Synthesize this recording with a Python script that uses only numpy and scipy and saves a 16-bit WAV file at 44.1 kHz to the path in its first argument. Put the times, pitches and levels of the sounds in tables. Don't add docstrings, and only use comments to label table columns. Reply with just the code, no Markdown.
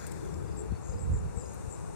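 import sys
import numpy as np
from scipy import signal
from scipy.fft import rfft, irfft
from scipy.io import wavfile
from scipy.ndimage import uniform_filter1d

SR = 44100
rng = np.random.default_rng(int(sys.argv[2]) if len(sys.argv) > 2 else 0)


def materialize(psi):
    bounded = np.clip(np.atleast_2d(psi).T, -1, 1)
    quanta = np.round(bounded * 32767).astype(np.int16)
    wavfile.write(sys.argv[1], SR, quanta)


N = 85995
T = np.arange(N) / SR

# f/Hz, level/dB
AIR_SPECTRUM = [(30, -2), (62, 21), (180, 18), (255, 8), (480, 11), (640, 1.5), (950, 0.37), (1400, -5),
                (2000, -13.5), (2700, -15), (3150, -29), (3600, -21), (5200, -22.5), (5800, -18),
                (9300, -20), (10500, -28), (14500, -40)]
# f/Hz, pan/dB, likeness
AIR_IMAGE = [(60.7, 5.5, -0.66), (248, 4.5, -1.008), (560, 6.5, -0.72), (820, 4, 0.003), (1940, 10, 0.23),
             (3700, 6, -0.057), (6400, 11, -0.13), (11000, 2.5, 0.35)]
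# f/Hz, level/dB
DRONE_SPECTRUM = [(220, -51), (305, 1), (385, 1), (440, -0.5), (520, -44.5)]
# t/s, level/dB
DRONE_RIDE = [(0, -58), (.24, -41), (.48, -46.5), (.61, -42.5), (.82, -60)]
# t/s, f/Hz, level/dB
HUM_SWELLS = [(.62, 445, -42), (.95, 490, -45), (1.15, 460, -46), (1.41, 485, -47)]
# t/s, half-width/s, level/dB, pan/dB
BUMPS = [(0.448, 0.24, -37, 8), (0.72, 0.022, -29, 16), (0.901, 0.009, -28, 17), (0.957, 0.013, -41, -11),
         (1.1, 0.065, -37, -10.5), (1.134, 0.03, -27, -2.5), (1.246, 0.032, -36.5, -6),
         (1.374, 0.0084, -25, 11), (1.68, 0.0032, -27.5, 28)]
# f/Hz, level/dB
BUMP_SPECTRUM = [(25, -58), (45, -3), (78, 3), (120, -6), (185, -15), (280, -29), (1500, -79)]
# t/s, level/dB
KNOCKS = [(.7185, -27), (1.13, -29)]
# f/Hz, level/dB, t60/s
CASE_MODES = [(118, 0, .075), (205, -4, .045), (330, -8, .025)]
# f/Hz, level/dB
LEAF_SPECTRUM = [(500, -34), (1400, 13.5), (2400, 4.5), (3100, -20), (4200, 2), (14000, -12)]
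# t/s, level/dB, f/Hz, t60/s, pan/dB
STEM_TICKS = [(.0672, -33, 8600, .012, 16), (.073, -43, 8400, .04, 11), (.1152, -42, 8400, .014, 13),
              (.1192, -39, 7900, .025, 13), (.2495, -47.5, 7000, .014, 12), (.3415, -47, 5800, .012, 10),
              (1.5425, -51, 13000, .014, 8)]
# f/Hz, level/dB
BUZZ_SPECTRUM = [(4500, -20), (6000, -7.5), (7500, -2), (8800, -1), (10300, -17), (15000, -26.5)]
# t/s, level/dB
BUZZ_RIDE = [(0, -59.5), (.17, -58), (.72, -67.5), (.87, -60), (1.28, -62), (1.4, -56), (1.75, -55.5),
             (1.95, -57.5)]
# t/s, f/Hz, level/dB
PEEPS = [(.48, 4900, -64), (0.519, 4920, -63), (0.561, 4920, -64), (.717, 4350, -68), (0.762, 4450, -64),
         (.895, 4940, -66), (.935, 4950, -63), (0.98, 4950, -64), (1.416, 4950, -62.5), (1.456, 4950, -62)]
# t/s, first to last stroke/s, f/Hz, level/dB, fall per stroke/Hz, pan/dB
CHIRPS = [(.003, .064, 6900, -44.5, 450, 7), (0.199, .11, 6030, -56.5, 600, 12),
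          (0.285, .13, 7370, -53.5, 204, 5), (0.571, .046, 7600, -40, 380, 27),
          (0.569, .073, 8430, -53, 250, 0), (0.826, .13, 7320, -45, 200, 11.5),
          (0.833, .09, 6560, -50, 497, 10), (0.87, .051, 6930, -52, 496, 38),
          (0.995, .046, 7620, -39.5, 200, 14), (1.126, .059, 7310, -41, 202, 12.5),
          (1.363, .046, 7680, -41, 310, 29), (1.386, .06, 7280, -42, 150, 24),
          (1.443, .092, 6700, -49, 400, 2.5), (1.702, .045, 7730, -41, 400, 25),
          (1.704, .048, 7280, -40.5, 300, 11)]

CYCLES_PER_STROKE = 87.5
STROKE_SHARE = .97
FAR_SWING_DB, FAR_PAN_DB = 4, 5
PEEP_FALL_HZ, PEEP_JITTER_HZ = 160, 90


def from_db(db):
    return 10 ** (np.asarray(db) / 20)


def pan(db):
    return np.array([[1], [from_db(-db)]])


def ride(rows):
    return from_db(np.interp(T, *np.transpose(rows)))


def at_hz(rows, column=1):
    rows = np.array(rows)
    return np.interp(np.log(np.arange(N // 2 + 1) * SR / N + 1), np.log(rows[:, 0]), rows[:, column])


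def drift(rate_hz):
    pole = np.exp(-2 * np.pi * rate_hz / SR)
    return rms_one(signal.lfilter([1], [1, -2 * pole, pole * pole], rng.standard_normal(2 * N))[N:])


def rms_one(x):
    return x / np.sqrt(np.mean(x ** 2) + 1e-20)


def noise(spectrum, pan_db, likeness=0):
    shared, separate = rfft(rng.standard_normal((2, N)))
    likeness = np.clip(likeness, -1, 1)
    colour = from_db(at_hz(spectrum))
    blend = likeness * shared + np.sqrt(1 - likeness ** 2) * separate
    left, right = irfft(shared * colour, N), irfft(blend * colour * from_db(-pan_db), N)
    return np.array([left, right]) / left.std()


def air_bed():
    return from_db(-37) * noise(AIR_SPECTRUM, at_hz(AIR_IMAGE), at_hz(AIR_IMAGE, column=2))


def far_drone():
    return ride(DRONE_RIDE) * noise(DRONE_SPECTRUM, pan_db=4.5, likeness=-.66)


def far_hum(swell_s=.04, wander_hz=28, lag_s=.0007):
    tone = 0
    for s, hz, db in HUM_SWELLS:
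        swell = np.exp(-.5 * ((T - s) / swell_s) ** 2)
        phase = 2 * np.pi * np.cumsum(hz + wander_hz * drift(wander_hz)) / SR
        tone = tone + from_db(db) * swell * np.sqrt(2) * np.sin(phase)
    return pan(4.5) * np.array([tone, np.interp(T - lag_s, T, tone)])


def handling_bumps():
    power = sum((pan(pan_db) * from_db(db)) ** 2 * np.exp(-((T - s) / width) ** 2)
                for s, width, db, pan_db in BUMPS)
    shudder = noise(BUMP_SPECTRUM, pan_db=0, likeness=-.27)
    running_rms = np.sqrt(uniform_filter1d(shudder ** 2, size=1100) + 1e-6)
    return np.sqrt(power) * shudder / running_rms


def case_knocks():
    out = 0
    for s, db in KNOCKS:
        age = np.maximum(T - s, 0)
        for k, (hz, mode_db, t60) in enumerate(CASE_MODES):
            ring = from_db(db + mode_db - 60 * age / t60) * np.sin(2 * np.pi * hz * age)
            out = out + (-1) ** k * ring
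    return pan(1) * out


def leaf_brush(fade_db_per_s=44):
    return from_db(-48 - fade_db_per_s * T) * noise(LEAF_SPECTRUM, pan_db=14)


def stem_ticks(width_hz=710, attack_s=.00098, broadband_db=-7):
    out = np.zeros((2, N))
    radius = np.exp(-np.pi * width_hz / SR)
    for s, db, hz, t60, pan_db in STEM_TICKS:
        white = rng.standard_normal((2, N))
        resonance = [1, -2 * radius * np.cos(2 * np.pi * hz / SR), radius ** 2]
        body = rms_one(signal.lfilter([1, 0, -1], resonance, white))
        attack = np.clip((T - s) / attack_s + 1, 0, 1) ** 2
        decay = from_db(db - 60 * np.minimum(abs(T - s) / t60, 2))
        out += pan(pan_db) * attack * decay * (body + from_db(broadband_db) * white)
    return out


def plant_scatter(x, wet_db, t60=.2):
    tail = rng.standard_normal((2, N)) * from_db(-60 * T / t60)
    tail /= np.sqrt(np.sum(tail ** 2, axis=1, keepdims=True))
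    return x + from_db(wet_db) * signal.fftconvolve(x, tail, axes=1)[:, :N]


def wing(hz, jitter_hz=75, rasp=.18):
    phase = 2 * np.pi * np.cumsum(hz + jitter_hz * drift(405)) / SR
    return np.sin(phase) * (1 + rasp * drift(400))


def stroke(offset):
    return np.cos(np.pi * np.clip(offset, -.5, .5))


def far_trills():
    out = 0
    for hz in (7240, 7330, 7420):
        cycle = np.cumsum(hz / CYCLES_PER_STROKE + drift(3)) / SR + rng.random()
        offset = cycle % 1 - .5
        gain = from_db(-72.5 + FAR_SWING_DB * drift(3))
        out = out + gain * stroke(offset / STROKE_SHARE) * wing(hz)
    return pan(FAR_PAN_DB) * out


def far_pulses(hz=3480, pulses_per_s=30, fade_db_per_s=24):
    offset = np.cumsum(pulses_per_s + 2 * drift(8)) / SR % 1 - .5
    envelope = from_db(-64 - fade_db_per_s * T + FAR_SWING_DB * drift(15)) * stroke(offset) ** 2
    return pan(FAR_PAN_DB) * envelope * wing(hz - PEEP_FALL_HZ * offset, PEEP_JITTER_HZ)


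def far_peeps(length_s=.036, flutter_depth=.6):
    out = 0
    for s, hz, db in PEEPS:
        offset = np.clip((T - s) / length_s, -.5, .5)
        flutter = 1 + flutter_depth * np.sin(2 * np.pi * (T - s) * hz / CYCLES_PER_STROKE)
        tone = wing(hz - PEEP_FALL_HZ * offset, PEEP_JITTER_HZ)
        out = out + from_db(db) * flutter * stroke(offset) ** 2 * tone
    return out


def katydid_buzz(strokes_per_s=120, depth=.17):
    throb = 1 + depth * np.cos(2 * np.pi * np.cumsum(strokes_per_s + drift(12)) / SR)
    return ride(BUZZ_RIDE) * throb * noise(BUZZ_SPECTRUM, pan_db=6)


def ground_crickets(arch_db=5, arch_hz=110, spread_db=1.8, lag_s=.0002):
    out = np.zeros((2, N))
    for s, length, hz, db, fall_hz, pan_db in CHIRPS:
        strokes_per_s = hz / CYCLES_PER_STROKE
        cycle = (T - s) * strokes_per_s
        index, last = np.round(cycle), max(np.round(length * strokes_per_s), 1)
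        edge = np.minimum((2 * index / last - 1) ** 2, 1)
        uneven = rng.standard_normal(size=64)[index.astype(int) % 64]
        offset = (cycle - index) / STROKE_SHARE
        gate = (index >= 0) * (index <= last)
        envelope = gate * stroke(offset) * from_db(db - arch_db * edge + spread_db * uneven)
        out += pan(pan_db) * envelope * wing(hz - fall_hz * offset + arch_hz * (.5 - edge))
    left, right = out
    return np.array([np.interp(T - lag_s, T, left), right])


def scene():
    near = plant_scatter(ground_crickets(), wet_db=-7)
    far = plant_scatter(far_peeps() + far_trills() + far_pulses(), wet_db=-3) + katydid_buzz()
    foley = stem_ticks() + leaf_brush() + handling_bumps() + case_knocks()
    return near + far + foley + far_hum() + air_bed() + far_drone()


def record(dry, low_cut_hz=27, high_cut_hz=15300):
    thinned = signal.sosfilt(signal.butter(4, low_cut_hz, "high", fs=SR, output="sos"), dry)
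    return signal.sosfiltfilt(signal.ellip(10, .05, 70, high_cut_hz, fs=SR, output="sos"), thinned)


dry = scene()
out = record(dry)
materialize(out)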